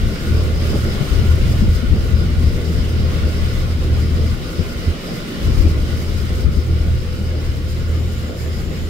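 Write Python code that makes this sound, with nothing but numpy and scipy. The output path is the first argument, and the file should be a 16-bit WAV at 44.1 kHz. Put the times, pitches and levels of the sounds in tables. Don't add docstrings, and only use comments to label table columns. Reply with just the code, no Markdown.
import sys
import numpy as np
from scipy import signal
from scipy.fft import rfft, irfft, next_fast_len
from scipy.io import wavfile
from scipy.ndimage import uniform_filter1d, map_coordinates

SR = 44100
rng = np.random.default_rng(int(sys.argv[2]) if len(sys.argv) > 2 else 0)


def master_out(mix):
    frames = np.transpose(np.atleast_2d(mix))
    ceiling = np.clip(frames, -1, 1)
    pcm = np.round(ceiling * 32767).astype(np.int16)
    wavfile.write(sys.argv[1], SR, pcm)


N = 392049

# frequency in Hz, left-right correlation.
PORT_LIKENESS = [(30, 0.53), (70, 0.53), (130, 0.84), (220, 0.85), (330, 0.93), (640, 0.38), (1000, -0.22),
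                 (3000, -0.058), (7000, -0.039)]
# frequency in Hz, left minus right in dB.
PORT_BALANCE = [(200, -1), (550, -1.5), (1050, 1), (1600, -2), (3200, -1), (4500, -1), (4900, 3.5),
                (5800, 0), (7500, -0.5), (10000, 4), (11200, -1), (12400, 6), (15500, 1.5)]
# time in seconds, level in dB.
RING_LEVEL = [(0, -50), (.9, -45), (4.2, -51.5), (8.89, -55.5)]
# time in seconds, level in dB.
AIR_LEVEL = [(0, -37.5), (.25, -37), (.85, -36), (1.05, -35), (2.0, -39), (2.6, -38), (3.4, -37),
             (3.7, -38.5), (4.3, -38.3), (4.8, -37.5), (5.5, -37), (6.0, -39), (6.42, -38.5), (6.5, -41),
             (7.8, -41), (8.89, -40.5)]
# frequency in Hz, density in dB.
RUSH_SPECTRUM = [(20, -3), (80, -4.5), (170, 2), (240, 1.5), (285, -2.2), (380, -0.56), (500, -5),
                 (620, -9.5), (720, -15.5), (900, -19.5), (1500, -55)]
HISS_SPECTRUM = [(300, -9.5), (930, -6), (1050, 2.5), (1250, 2.5), (1750, -2.5), (2500, -3), (3900, -2),
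                 (4550, -5), (5400, -7.5), (6200, -11.5), (8000, -14.5), (11000, -19), (12500, -20.5),
                 (15700, -19)]
EDDY_SPECTRUM = [(10, -24), (19, -2), (35, 1), (65, -1), (100, -6.5), (150, -12), (240, -17), (400, -36.5),
                 (800, -71)]
CLOTH_SPECTRUM = [(1000, -27), (4500, 9.5), (6500, 8), (10000, 3.5), (11200, -2), (12400, 5.5),
                  (15700, 0.5)]
# centre in Hz, width in Hz, lift in dB.
HISS_RESONANCES = [(2080, 450, 5.5), (2956, 330, 4.5)]
# frequency in Hz, level in dB, left minus right in dB.
MOTOR_TONES = [(79.76, 0, -0.5), (119.1, -9, 0.5)]
# frequency in Hz, level in dB.
HOUSING_TONES = [(161.8, -40.5), (171.5, -38), (360, -45), (506, -45)]
# time in seconds, hum level in dB, buffeting level in dB.
DRAUGHT_LEVELS = [(0, -26.5, -25.5), (.4, -16.5, -24.5), (.95, -20.5, -26), (1.2, -12.5, -22.5),
                  (1.6, -14.5, -21), (2.45, -17.5, -23), (2.56, -24, -28), (2.95, -16.5, -24),
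                  (3.8, -19, -24.5), (4.08, -16.5, -24), (5.5, -19.5, -22), (5.92, -16.5, -24),
                  (6.1, -20.5, -28.5), (6.8, -18.5, -26.5), (7.65, -21.5, -30.5), (8.15, -18, -28.5),
                  (8.89, -27, -30)]
# start in seconds, length in seconds,
# depth in dB.
LOW_DROPS = [(0.176, 0.031, 14.5), (0.993, 0.11, 12), (1.786, 0.049, 7), (2.866, .02, 2.5),
             (3.31, 0.016, 6), (4.41, 0.6, 18.5), (5.0, 0.366, 24), (7.13, 0.024, 5), (8.28, 0.065, 11)]
# time in seconds, level in dB.
WHINE_LEVEL = [(7.1, -95), (7.65, -65), (8.15, -62), (8.89, -59.5)]
# start in seconds, level in dB, pitch in Hz, length in seconds,
# left minus right in dB.
HANDLING_BUMPS = [(.305, -13.5, 223, 0.057, 4), (1.003, -10, 132, 0.025, 17),
                  (1.095, -6.5, 49.7, 0.075, 11), (1.167, -10.5, 105, 0.048, 22),
                  (1.598, -14.5, 211, 0.051, 16.5), (1.732, -7, 50, .06, 10), (1.825, -16, 235, 0.032, 19),
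                  (1.908, -6, 60, 0.038, 20), (2.1, -11, 70, .06, 12), (2.68, -11.5, 175, 0.049, -1),
                  (4.579, -10, 85, 0.058, 14), (4.582, -11, 165, 0.027, 14), (4.742, -13, 47.7, 0.049, 2),
                  (4.853, -5, 80, 0.08, -5), (5.459, -6.5, 43.3, 0.079, 13), (5.573, -3, 44.5, 0.047, 19),
                  (5.636, -7.5, 77, 0.05, 16), (5.641, -15, 305, 0.025, 16), (6.438, -5.5, 71.7, 0.07, 18),
                  (6.46, -18.5, 150, 0.079, 11), (6.557, -6.5, 70.5, 0.047, 10), (6.8, -8, 65, 0.035, 5),
                  (7.19, -16.5, 197, .05, 7)]
# middle in seconds, length in seconds, level in dB.
NEEDLE_RUBS = [(.52, .09, -54), (.69, .09, -44), (0.795, 0.062, -44), (.93, .06, -46), (1.332, 0.083, -47),
               (1.51, 0.061, -43), (1.753, .09, -44), (2.75, 0.14, -51), (3.16, 0.045, -52),
               (3.34, 0.091, -51), (3.71, .06, -51), (4.0, 0.046, -47.5), (4.28, .07, -47),
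               (5.07, 0.068, -47.5), (5.168, .06, -46), (5.37, 0.037, -54), (5.46, 0.046, -50),
               (5.598, .07, -44), (5.702, 0.045, -47), (5.81, .06, -51), (6, .06, -44),
               (6.087, 0.083, -47.5), (6.187, 0.047, -48), (6.383, 0.094, -49), (6.57, .07, -47.5),
               (6.897, .06, -52), (7.72, .08, -49), (8.12, .05, -47), (8.41, 0.057, -43), (8.57, .08, -48)]
# middle in seconds, length in seconds,
# depth in dB.
RUSTLE_DIPS = [(3.05, 0.076, 2), (3.22, 0.07, 4), (4.95, .06, 8), (5.24, .05, 6), (5.755, .05, 6),
               (6.485, 0.047, 12), (7.333, 0.045, 4), (8.33, .06, 7)]

NOISE_LEAD_S, HUM_LEAD_S = .00014, .0005
DROP_FALL_S, DROP_RETURN_S = 0.074, 0.082
BUFFET_DROP_SHARE, HISS_DIP_SHARE = 0.61, 0.085
RUSH_OVER_HISS_DB, RUSH_SAG_DB = 10, 1.5
TOP_HZ = 15750


def amp(db):
    return 10 ** (np.asarray(db) / 20)


def unit(x):
    return x / np.sqrt(np.mean(x ** 2) + 1e-20)


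def along(points, hz):
    f, v = np.transpose(points)
    return np.interp(np.log(hz + 1), np.log(f + 1), v)


def curves(rows):
    s, *cols = np.transpose(rows)
    return [np.interp(np.arange(N) / SR, s, c) for c in cols]


def wobble(rate):
    steps = np.arange(0, N * rate / SR + 1, 1 / 16)
    knots = rng.standard_normal(int(N * rate / SR) + 4)
    return np.interp(np.arange(N) * rate / SR, steps, map_coordinates(knots, [steps]))


def swells(rows):
    t = np.arange(0, N / SR, .002)
    total = sum(height * np.cos(np.pi / 2 * np.clip((t - s) / length, -1, 1)) ** 2
                for s, length, height in rows)
    return np.interp(np.arange(N) / SR, t, total)


def tone(hz):
    return np.sqrt(2) * np.sin(2 * np.pi * (np.cumsum(hz) / SR + rng.random()))


def filtered(x, response):
    m = next_fast_len(N + SR // 2)
    return irfft(rfft(x, m) * response(np.fft.rfftfreq(m, 1 / SR)), m)[..., :N]


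def pan(lean_db):
    return amp([[lean_db / 2], [-lean_db / 2]])


def left_first(ports, lead_s):
    return filtered(ports, lambda hz: np.exp(2j * np.pi * np.outer([.5, -.5], hz) * lead_s))


def stereo(pair, colour):
    turn = lambda hz: np.arccos(np.clip(along(PORT_LIKENESS, hz), -1, 1)) / 2
    balance = lambda hz: amp(np.outer([.5, -.5], along(PORT_BALANCE, hz)))
    mid, side = filtered(pair, lambda hz: amp(colour(hz)) * [np.cos(turn(hz)), np.sin(turn(hz))])
    ports = filtered(np.array([mid + side, mid - side]), balance)
    return left_first(ports, NOISE_LEAD_S) / np.std(mid)


def narrow(centre_hz, width_hz):
    band_db = lambda hz: -10 * np.log10(1 + (2 * (hz - centre_hz) / width_hz) ** 4)
    return stereo(rng.standard_normal((2, N)), band_db)


def patchy(patch_db, bins=5, frames=12):
    spectra = signal.stft(rng.standard_normal((2, N)), nperseg=1024)[2]
    patches = uniform_filter1d(rng.standard_normal(spectra.shape[1:]), bins, 0)
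    patches = unit(uniform_filter1d(patches, frames, 1))
    depth = along([(500, .8), (1400, 1), (5000, .65), (10000, .35)], np.fft.rfftfreq(1024, 1 / SR))
    return signal.istft(spectra * amp(patch_db * depth[:, None] * patches), nperseg=1024)[1][:, :N]


def reflections(x, ripple_db, spacing_hz):
    knots = rng.standard_normal((2, 4000))
    ripple = lambda hz: np.array([np.interp(hz / spacing_hz, np.arange(len(k)), k) for k in knots])
    return unit(filtered(x, lambda hz: amp(ripple_db * ripple(hz) / (1 + (hz / 7000) ** 2))))


def low_drop_db():
    t = np.arange(N) / SR
    drops = []
    for start, length, depth in LOW_DROPS:
        falling = 1 + (t - start) / DROP_FALL_S
        returning = 1 - (t - start - length) / DROP_RETURN_S
        drops.append(depth * np.clip(np.minimum(falling, returning), 0, 1))
    return np.max(drops, axis=0)


def room_ring(centre_hz, width_hz, waver_db):
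    return amp(curves(RING_LEVEL)[0] + waver_db * np.tanh(wobble(14))) * narrow(centre_hz, width_hz)


def fan_air(rush_gain_db, hiss_gain_db, flutter_db, flicker_db):
    flow_db, = curves(AIR_LEVEL)
    drop = low_drop_db()
    churn = reflections(patchy(patch_db=1.2), ripple_db=1.5, spacing_hz=7)
    swirl = reflections(patchy(patch_db=1.8, bins=3, frames=7), ripple_db=1.7, spacing_hz=11)
    lift = lambda hz: sum(db / (1 + (2 * (hz - centre) / width) ** 2)
                          for centre, width, db in HISS_RESONANCES)
    rush = stereo(churn, lambda hz: along(RUSH_SPECTRUM, hz))
    hiss = stereo(swirl, lambda hz: along(HISS_SPECTRUM, hz) + lift(hz))
    rush_db = flow_db + RUSH_OVER_HISS_DB + rush_gain_db - RUSH_SAG_DB * drop / drop.max()
    hiss_db = flow_db + hiss_gain_db - HISS_DIP_SHARE * swells(RUSTLE_DIPS)
    return amp(rush_db + flutter_db * wobble(22)) * rush + amp(hiss_db + flicker_db * wobble(18)) * hiss


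def fan_motor(hum_db, drift, waver_db, housing_db, port_db):
    level_db = curves(DRAUGHT_LEVELS)[0] - low_drop_db() + port_db * np.array([wobble(18), wobble(12)])
    speed = 1 + drift * wobble(5)
    hum = sum(amp(db + waver_db * wobble(12)) * tone(hz * speed) * pan(lean_db)
              for hz, db, lean_db in MOTOR_TONES)
    housing = sum(amp(db + 4.04 * wobble(8.6)) * tone(hz + 2.25 * wobble(12))
                  for hz, db in HOUSING_TONES)
    return amp(level_db + hum_db) * left_first(hum, HUM_LEAD_S) + amp(housing_db) * housing


def draught(buffet_db, lump_db, lean_db):
    level_db = curves(DRAUGHT_LEVELS)[1] - BUFFET_DROP_SHARE * low_drop_db()
    eddies = stereo(rng.standard_normal((2, N)), lambda hz: along(EDDY_SPECTRUM, hz))
    return amp(level_db + buffet_db + lump_db * wobble(16)) * eddies * pan(lean_db)


def whine(pitch_hz, smear_hz, octave_db, fuzz_db):
    pitch = pitch_hz + smear_hz * wobble(250)
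    skirt = unit(filtered(rng.standard_normal((2, N)), lambda hz: 1 / (1 + ((hz - 7150) / 300) ** 2)))
    tones = tone(pitch) + amp(octave_db) * tone(2 * pitch) * pan(6)
    return amp(curves(WHINE_LEVEL)[0] + 2.2 * wobble(40)) * (tones + amp(fuzz_db) * skirt)


def handling(bump_db, thud):
    out = np.zeros((2, N))
    rumble = unit(filtered(rng.standard_normal(N), lambda hz: amp(along(EDDY_SPECTRUM, hz / 1.37))))
    for start, db, hz, length, lean_db in HANDLING_BUMPS:
        t = np.arange(int(length * SR)) / SR
        at = round(start * SR) + np.arange(len(t))
        push = amp(db) * np.sin(np.pi * t / length)
        out[:, at] += push * (np.sin(2 * np.pi * hz * t) + thud * rumble[at]) * pan(lean_db)
    return amp(bump_db) * out


def rubbing():
    return np.sqrt(swells([(s, length, amp(db) ** 2) for s, length, db in NEEDLE_RUBS]))


def cloth(rustle_db, touch_db, grain_db, catch_db, tug_db):
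    fingers = amp(curves(AIR_LEVEL)[0] + touch_db + tug_db * np.tanh(wobble(20)) - swells(RUSTLE_DIPS))
    slips = rng.standard_normal((2, N)) * amp(grain_db * wobble(700))
    catching = amp(rustle_db + catch_db * np.tanh(wobble(70)))
    return np.hypot(fingers, rubbing()) * catching * stereo(slips, lambda hz: along(CLOTH_SPECTRUM, hz))


def thread(centre_hz, width_hz, slide_db, swell_db, rub_db):
    pull_db = swell_db * np.tanh(2 * wobble(21))
    slide = amp(curves(AIR_LEVEL)[0] + slide_db + pull_db - swells(RUSTLE_DIPS))
    return np.hypot(slide, amp(rub_db) * rubbing()) * narrow(centre_hz, width_hz)


def scene():
    fan = fan_motor(hum_db=-1.56, drift=0.01512, waver_db=2.0, housing_db=-3.5, port_db=2.0)
    fan += fan_air(rush_gain_db=0.27, hiss_gain_db=-0.46, flutter_db=1.52, flicker_db=0.72)
    needlework = cloth(rustle_db=-1.5, touch_db=-11, grain_db=1.2, catch_db=2.0, tug_db=3.5)
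    needlework += thread(centre_hz=5010, width_hz=660, slide_db=-12.0, swell_db=4, rub_db=-5)
    high_whine = whine(pitch_hz=7035, smear_hz=48.2, octave_db=0, fuzz_db=7)
    wind = draught(buffet_db=4.0, lump_db=2.0, lean_db=5.5)
    bumps = handling(bump_db=-6.0, thud=0.34)
    ring = room_ring(centre_hz=1436, width_hz=89, waver_db=4.5)
    return ring + fan + wind + high_whine + bumps + needlework


def record(dry):
    rounded = dry / (1 + np.abs(dry / .92) ** 8) ** (1 / 8)
    return filtered(rounded, lambda hz: hz < TOP_HZ)


dry = scene()
out = record(dry)
master_out(out)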